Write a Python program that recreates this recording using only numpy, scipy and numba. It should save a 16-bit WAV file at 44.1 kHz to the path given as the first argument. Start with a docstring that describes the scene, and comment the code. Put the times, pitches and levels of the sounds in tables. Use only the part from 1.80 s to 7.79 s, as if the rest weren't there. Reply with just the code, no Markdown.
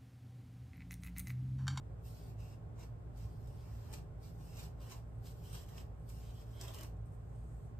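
"""A small bathroom: a plastic comb rakes through long hair in quick strokes, about a metre from a phone.
Strands slip over the teeth in dense tiny clicks (random pulses, filtered); the teeth ring (resonances).
Tangles tug in swelling flurries of clicks and single strands snap off as short noise bursts.
A hand smooths the lock, and at last it swings loose with a soft rustle of filtered clicks.
A ventilation fan hums (wavering sines) and rumbles (filtered noise) underneath."""
import sys
import numpy as np
from scipy import signal
from scipy.fft import rfft, irfft
from scipy.io import wavfile
from scipy.ndimage import uniform_filter1d
from numba import njit

SR = 44100
rng = np.random.default_rng(int(sys.argv[2]) if len(sys.argv) > 2 else 0)


def output_pcm(signal):
    """Save a mono or channel-first signal as 16-bit PCM at the path in sys.argv[1].

    Samples are clipped to [-1, 1] before scaling.
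    """
    pcm = np.clip(np.atleast_2d(signal).T, -1, 1) * 32767
    wavfile.write(sys.argv[1], SR, np.round(pcm).astype(np.int16))


N = 264312
TIME = np.arange(N) / SR
FREQS = np.maximum(np.fft.rfftfreq(N, 1 / SR), 1)  # Hz, kept above zero for logs and divisions


def comb(rub_db=3.0, drag_db=-1, snag_drag_db=-5, snag_ring_db=-23, tooth_width_hz=580,
         tooth_wander=0.008, rasp_hz=4700, rasp_width_hz=2400, fizz_db=-9.0, fizz_per_drag=0.53,
         squeak_hz=5900, squeak_width_hz=2200):
    """Slipping strands scratch, ring the teeth and drag on the lock of hair."""
    # spectra of the hair's scratch, fizz and dull drag: pitch_hz [Hz], level_db [relative dB per Hz]
    scratch_spectrum = [(900, -6.5), (1400, -2.5), (1900, -7.5), (2600, -0.5), (4000, -2.5), (5100, 1.5),
                        (6500, -3), (8200, -2.5), (10000, -6), (12500, -4.5), (15500, -8.5)]
    fizz_spectrum = [(6500, -1), (9300, 5), (11800, 5), (13800, 5.5), (15500, -3)]
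    drag_spectrum = [(150, -14), (330, 9.5), (650, 6), (1000, 6.5), (1400, -2.5), (2200, -6), (3500, -11.5)]

    rub, ring_db, bright_db = rakes()
    rub = rub * undb(rub_db)
    dull_db, rasp_db, weight_db = grip()
    sliding, rasping, dragging, fizzing, plucking = (
        rub * slips(per_s=10000, spread_db=1.0) for _ in range(5))
    snags, squeaks = (pull * slips(per_s=15000, spread_db=-15.0) for pull in tangles())

    squeak = tooth(squeaks, np.full(N, float(squeak_hz)), squeak_width_hz)
    scratch = colour(sliding + snags, scratch_spectrum)
    rasp_band = [(rasp_hz - rasp_width_hz, -12), (rasp_hz, 0), (rasp_hz + rasp_width_hz, -12)]
    rasp = colour(rasping * undb(rasp_db), rasp_band)
    drag_push = dragging * undb(dull_db + weight_db + drag_db) + snags * undb(snag_drag_db)
    drag = colour(drag_push, drag_spectrum)
    # where the hair gives little drag the comb skims, and fizzes more brightly
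    fizz_gain = undb(fizz_db + bright_db - fizz_per_drag * dull_db)
    fizz = colour(fizzing * fizz_gain, fizz_spectrum)
    # the ring glides as the load on the teeth changes, with a small random wander
    push = plucking * undb(ring_db) + snags * undb(snag_ring_db)
    ring_hz = tooth_pitch() * (1 + tooth_wander * walk(24))
    ring = tooth(push, ring_hz, tooth_width_hz)
    return scratch + rasp + drag + fizz + squeak + ring


def rakes(attack_db_per_s=476, release_db_per_s=500):
    """How hard the teeth rub, and how much the strongest rake rings and fizzes."""
    # the arm draws the comb on in short rakes: start_s [s], length_s [s], level_db [dB, relative],
    # swell_db [dB over the rake], tooth_ring_db [dB, relative], fizz_db [dB, relative]
    rake_table = [ (0.257, 0.25, -72.5, -2.5, -10.5, 0.5), (0.596, 0.14, -73.5, -2, -6.5, -7),
                  (0.99, 0.047, -70.5, 1.5, -12, -10), (1.371, 0.092, -75.5, -0.5, -9, -5),
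                  (1.485, 0.18, -82, 0.5, -18, 2.5), (1.655, 0.53, -80, 7.5, -10, 2),
                  (2.437, 0.064, -70.5, -5, -20, -6), (2.52, .08, -85, 5, -17, 4),
                  (2.601, 0.26, -76, 6, -11, 3), (3.017, 0.16, -69.5, -5, -17, 2),
                  (3.459, 0.061, -68.5, -4, -19, -3), (3.55, .08, -78, 0.5, -7, 2),
                  (3.64, 0.19, -71, 1.5, -3.5, 3), (3.883, 0.13, -72, 1.5, -8, 0),
                  (4.292, 0.22, -74, 1.5, -8.5, -0.5), (4.539, 0.084, -75, 2.5, -5.5, 1.5),
                  (4.658, 0.14, -82.5, 10.5, -6, 6), (4.809, 0.044, -63, -0.5, -3.5, -6),
                  (4.881, 0.034, -62, -7, -7, -4), (4.937, 0.11, -64, -3.5, -6.5, -4), ]

    level_db = np.full(N, -np.inf)
    ring_db, fizz_db = np.zeros((2, N))
    for start, length, db, swell_db, ring, fizz in rake_table:
        age = TIME - start
        fade_db = attack_db_per_s * np.maximum(-age, 0)
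        fade_db = fade_db + release_db_per_s * np.maximum(age - length, 0)
        rake_db = db + swell_db * np.clip(age / length, 0, 1) - fade_db
        leads = rake_db > level_db
        level_db[leads], ring_db[leads], fizz_db[leads] = rake_db[leads], ring, fizz
    return undb(level_db), ring_db, fizz_db


def grip(root_drag_db=-29, end_drag_db=9, root_rasp_db=16.5, thicken_s=0.24):
    """Drag, rasp and weight in dB: a pass starts light and raspy at the taut roots, then drags more."""
    # passes begin with the comb set in at the roots: start_s [s],
    # rasp_db [dB, before the extra at the roots], drag_weight_db [dB, relative]
    pass_table = [(.18, -15.5, -5.5), (1.3, -13, -1.5), (2.36, -16, -2), (3.38, -16.5, -1.5),
                  (4.22, -17.5, -1.5)]

    starts, rasp_db, weight_db = np.transpose(pass_table)
    current = np.maximum(np.searchsorted(starts, TIME) - 1, 0)
    # the lock thickens towards its ends
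    near_roots = np.exp(-np.maximum(TIME - starts[current], 0) / thicken_s)
    dull_db = end_drag_db + (root_drag_db - end_drag_db) * near_roots
    return dull_db, rasp_db[current] + root_rasp_db * near_roots, weight_db[current]


def tangles():
    """The pull on each tangle builds to a peak and dies away; also the part of it that squeaks."""
    # a tangle tightens and gives way in a flurry of slips: peak_s [s], level_db [dB, relative],
    # fade_s [s to fall to 37 % either side], squeak_db [dB against the pull]
    tug_table = [(2.138, -54, 0.011, -3.5), (2.795, -57, 0.032, -16), (2.838, -66, 0.014, -12),
                 (3.12, -55, 0.016, -9), (3.468, -68, 0.018, -14), (3.75, -56, 0.029, -16),
                 (3.98, -58.5, 0.0091, -10), (4.3, -62, 0.0068, -12)]

    return sum(np.outer(undb([db, db + squeak_db]), np.exp(-np.abs(TIME - s) / fade_s))
               for s, db, fade_s, squeak_db in tug_table)


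def tooth_pitch():
    """Pitch in Hz at which the loaded teeth ring, gliding between set points."""
    # time_s [s], pitch_hz [Hz]
    pitch_table = [(.3, 2670), (1.0, 2750), (1.45, 2660), (2.2, 2650), (3.1, 2960), (3.8, 3180),
                   (4.03, 2800), (4.45, 2900), (4.62, 3200), (4.87, 3280), (4.97, 2980), (5.06, 2900)]
    return np.interp(TIME, *np.transpose(pitch_table))


def tooth(x, hz, width_hz):
    """The ring of a plastic tooth: a doubled resonance, scaled so white input keeps its power."""
    once = resonate(x, hz, float(width_hz))
    twice = resonate(once, hz, float(width_hz))
    return twice * np.sqrt(2 * SR / (np.pi * width_hz))


def strands(crackle_db=-11, ring_width_hz=700, counter_s=.0019, counter_db=-8.5):
    """Single strands catch and snap off the teeth: a few singly, the rest as a fine crackle."""
    # spectrum of the ticks: pitch_hz [Hz], level_db [relative dB per Hz]
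    tick_spectrum = [(500, -5), (1000, 2.5), (2000, -8.5), (3200, -4), (6000, 2), (9000, 1), (15500, -3.5)]

    effort = rakes()[0] + tangles()[0]
    crackle = undb(crackle_db) * effort * slips(per_s=620, spread_db=4.5)
    ticks, flicks = snaps()
    out = colour(ticks + crackle, tick_spectrum) + tooth(flicks, tooth_pitch(), ring_width_hz)
    # the sound comes back once from the counter, sharply
    return out + undb(counter_db) * np.roll(out, int(counter_s * SR))


def snaps(tick_db=14):
    """A strand gives one sharp tick, then its neighbours settle; also the part that flicks a tooth."""
    # strands snap off a tooth, or the comb lands: start_s [s], level_db [dB, relative],
    # decay_s [s to fall to 37 %], tooth_ring_db [dB against the snap]
    snap_table = [(0.594, -74, .002, 3), (1.373, -60.5, 0.0013, -4), (1.673, -63.5, 0.0077, -27),
                  (2.128, -48, 0.0015, -23.5), (2.138, -48, .0012, -22), (2.771, -51.5, 0.0014, -14),
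                  (3.022, -67, 0.0012, -15), (3.097, -54, .001, -12), (3.117, -50, .0012, -11),
                  (3.465, -60, .001, -21), (3.73, -48, .001, -18), (3.863, -62, 0.0011, -13),
                  (3.889, -58, 0.0045, -6), (3.9812, -57.5, 0.0013, 5), (4.291, -57, 0.003, -18),
                  (4.8124, -38.5, 0.0008, -28), (4.8245, -56, .0008, -12), (4.838, -54, .001, -6),
                  (4.8804, -47.5, 0.0016, 3), (4.885, -56.5, 0.0017, 3.5), (4.917, -60, .001, -20),
                  (4.9387, -47.5, 0.0013, -22), (4.945, -45, 0.0012, -11), (4.9543, -56, .0008, -16),
                  (4.986, -47, 0.0017, -4), (5.0103, -47, .001, -17), (5.033, -44.5, 0.0014, -20),
                  (5.168, -73, .003, -22)]

    out = np.zeros((2, N))
    for s, db, decay, ring_db in snap_table:
        age = np.arange(SR // 20) / SR
        burst = rng.standard_normal(len(age)) * np.exp(-age / decay)
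        burst[0] = undb(tick_db)
        start = int(s * SR)
        out[:, start:start + len(age)] += np.outer(undb([db, db + ring_db]), burst)
    return out


def hand():
    """A palm gliding over hair gives a soft high rustle of tiny clicks."""
    # the free hand smooths down the lock: peak_s [s], level_db [dB, relative],
    # half_length_s [s, spread of the bell-shaped swell]
    smoothing_table = [(3.343, -86, 0.065), (4.222, -83.5, 0.052), (5.266, -79, 0.0099),
                       (5.332, -81, 0.027)]
    # spectrum of the rustle: pitch_hz [Hz], level_db [relative dB per Hz]
    palm_spectrum = [(5500, -5), (7200, 1), (8500, 7), (12500, 0), (15000, -13)]

    swell = sum(undb(db) * np.exp(-.5 * ((TIME - s) / half) ** 2) for s, db, half in smoothing_table)
    return swell * colour(slips(per_s=1400, spread_db=0.5), palm_spectrum)


def swing(rise_db_per_s=70, fall_db_per_s=260):
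    """Loose strands brush over each other, swell as the lock falls and soon come to rest."""
    # the lock slides off the hand and swings free: start_s [s], length_s [s],
    # level_db [dB, relative], swell_db [dB over the length]
    swing_row = (5.53, .33, -82, 2.5)
    # spectrum of the loose hair's rustle: pitch_hz [Hz], level_db [relative dB per Hz]
    loose_spectrum = [(3200, -10), (4500, -8), (5600, -8), (6800, -0.5), (8300, 2), (9500, -1),
                      (11500, -5.5), (13400, -9), (15000, -26)]

    start, length, db, swell_db = swing_row
    age = TIME - start
    fade_db = rise_db_per_s * np.maximum(-age, 0) + fall_db_per_s * np.maximum(age - length, 0)
    level = undb(db + swell_db * np.clip(age / length, 0, 1) - fade_db)
    return level * colour(slips(per_s=9800, spread_db=-4.0), loose_spectrum)


def bathroom(x, direct_db=-8.0, near_db=-1.5, near_t60=0.018, wall_db=-3.5, wall_t60=0.21,
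             pan_db=-1.0, count=8):
    """Short echoes off counter and nearest wall, longer ones off the room; their patterns shift."""
    # the sound is shared among several echo patterns, in slowly wandering amounts
    shares = np.array([walk(8) for _ in range(count)])
    shares = shares / np.linalg.norm(shares, axis=0)
    # before panning, the straight path is the same at both of the phone's ports
    out = undb(direct_db) * x
    for share in shares:
        echoes = undb(near_db) * reflections(near_t60) + undb(wall_db) * reflections(wall_t60)
        out = out + signal.fftconvolve((share * x)[None], echoes, axes=1)[:, :N]
    return out * pan(pan_db)


def reflections(t60):
    """Dense echoes falling 60 dB in t60 seconds, different at each port; energy 1."""
    t = TIME[:SR // 2]
    fading_noise = rng.standard_normal((2, len(t))) * np.exp(-np.log(1000) * t / t60)
    spectrum = rfft(fading_noise)
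    # hard tiles and paint return every band alike
    spectrum = spectrum / np.sqrt(uniform_filter1d(np.abs(spectrum) ** 2, size=70, axis=1))
    train = irfft(spectrum, len(t)) * (t < t60)
    return train / np.linalg.norm(train, axis=1, keepdims=True)


def fan(air_db=-50.0, hiss_db=-78.7, waver_db=0.6, drift_rad=0.36, air_pan_db=-2.0, gust_db=0.64):
    """Shaft and mains tones waver over the rumble and hiss of moving air."""
    # spectra of the fan's rumble and hiss: pitch_hz [Hz], level_db [relative dB per Hz]
    air_spectrum = [(20, -20.5), (32, -16), (43, -2.5), (60, 3), (78, -2.5), (105, 1.5), (135, -5),
                    (165, -4), (180, -17), (300, -20.5), (430, -22.5), (520, -24.5), (780, -25),
                    (1100, -40)]
    hiss_spectrum = [(800, -14), (1200, 0), (1600, -3.5), (2200, -10), (3200, -16), (4200, -21),
                     (5600, -22.5), (8200, -23.5), (10000, -26), (12500, -30), (15000, -33)]
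    # fan shaft, its harmonics and the mains: pitch_hz [Hz],
    # level_db [dB rms before waver and panning], left_minus_right_db [dB]
    hum_table = [(55.9, -53.5, 2), (112.7, -53.5, -2), (118.8, -62, -2), (168, -70, 1), (239.4, -74.5, -11),
                 (454, -81.5, 9.5)]
    # air resonating in the fan's housing: pitch_hz [Hz], width_hz [Hz], level_db [dB rms]
    housing_table = [(416.3, 38, -68.5), (585.4, 11, -74.5), (768.5, 24, -83), (1069, 26, -77),
                     (1481, 20, -89)]

    rumble = undb(air_db + gust_db * walk(3.56)) * diffuse(air_spectrum) * pan(air_pan_db)
    out = rumble + undb(hiss_db) * diffuse(hiss_spectrum)
    for hz, db, pan_db in hum_table:
        phase = 2 * np.pi * (hz * TIME + rng.random()) + drift_rad * walk(0.37)
        level = np.sqrt(2) * undb(db + waver_db * walk(6.0))  # root 2: rms to peak of a sine
        out = out + level * np.sin(phase) * pan(pan_db)
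    for hz, width, db in housing_table:
        ports = rng.standard_normal((2, N))
        out = out + undb(db) * np.array([steady(port, hz, width) for port in ports])
    return out


def diffuse(points):
    """Room noise at two ports: much alike in the bass, largely unlike in the treble."""
    # how unlike the two ears the noise is: pitch_hz [Hz], side_minus_mid_db [dB]
    width_table = [(30, -22), (60, -33), (115, -18), (200, -1), (380, -7), (800, 0.5), (4000, 0.5),
                   (12000, 8)]

    mid, side = (colour(rng.standard_normal(N), points) for _ in range(2))
    side = irfft(rfft(side) * response(width_table), N)
    return np.array([mid + side, mid - side])


def steady(x, hz, width):
    """A fixed resonance; rms 1."""
    return unit(resonate(x, np.full(N, float(hz)), float(width)))


@njit
def resonate(x, hz, width):
    """Band-pass whose centre can move every sample, as a ringing body's pitch does."""
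    y, band, low = np.empty(len(x)), 0., 0.
    for i in range(len(x)):
        g = np.tan(np.pi * hz[i] / SR)
        damping = width / hz[i]
        v = (band + g * (x[i] - low)) / (1 + g * (g + damping))
        band = 2 * v - band
        low = low + 2 * g * v
        y[i] = damping * v
    return y


def slips(per_s, spread_db):
    """Tiny clicks at random times, rms 1; spread above 0 makes a few strong, below 0 a few weak."""
    happen = rng.random(N) < per_s / SR
    size = undb(spread_db * np.minimum(rng.exponential(size=N), 4))
    return unit(happen * size * rng.standard_normal(N))


def walk(rate):
    """Smooth random wander of rms 1, mostly slower than rate in Hz."""
    return unit(irfft(rfft(rng.standard_normal(N)) / (1 + (FREQS / rate) ** 4), N))


def colour(x, points):
    """Shape x's spectrum, falling steeply beyond the end points; white input keeps its power."""
    low_skirt = 1 + (.8 * points[0][0] / FREQS) ** 8
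    high_skirt = 1 + (.8 * FREQS / points[-1][0]) ** 12
    skirts = 1 / np.sqrt(low_skirt * high_skirt)
    return irfft(rfft(x) * unit(response(points) * skirts), N)


def response(points):
    """Gain at every frequency from (Hz, dB) points."""
    hz, db = np.transpose(points)
    return undb(np.interp(np.log(FREQS), np.log(hz), db))


def pan(db):
    """Left and right gains for a level difference."""
    return undb(np.array([[db], [-db]]) / 2)


def unit(x):
    """Scale to rms 1."""
    return x / np.sqrt(np.mean(x ** 2))


def undb(db):
    """Decibels to gain."""
    return 10 ** (np.asarray(db) / 20)


def scene():
    """Combing, smoothing and swinging hair in the room, over the fan."""
    hair = bathroom(comb() + hand() + swing(), count=6)
    # the snaps, on the outside of the lock, reach the phone more directly
    snapping = bathroom(strands(), direct_db=-5.5, near_db=-9, wall_db=-5.0, count=2)
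    return hair + snapping + fan()


def record(dry, widen_hz=6400, leak_rad=0.14, port_lag_s=.00019, top_hz=15400):
    """The phone widens the treble, mixing in each other port late and inverted, and cuts the top."""
    left, right = rfft(dry)
    treble = 1 / (1 + (widen_hz / FREQS) ** 14)
    # travel time of sound between the phone's two ports
    late = np.exp(-2j * np.pi * FREQS * port_lag_s)
    # unequal mixing angles let the left port dominate the treble of both channels
    into_left = treble * leak_rad
    into_right = treble * (np.pi / 2 - leak_rad)
    wide_left = np.cos(into_left) * left - np.sin(into_left) * late * right
    wide_right = np.cos(into_right) * right - np.sin(into_right) * late * left
    wide = irfft(np.array([wide_left, wide_right]), N)
    top = signal.ellip(8, .2, 70, top_hz, fs=SR, output="sos")
    return signal.sosfilt(top, wide)


dry = scene()
out = record(dry)
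output_pcm(out)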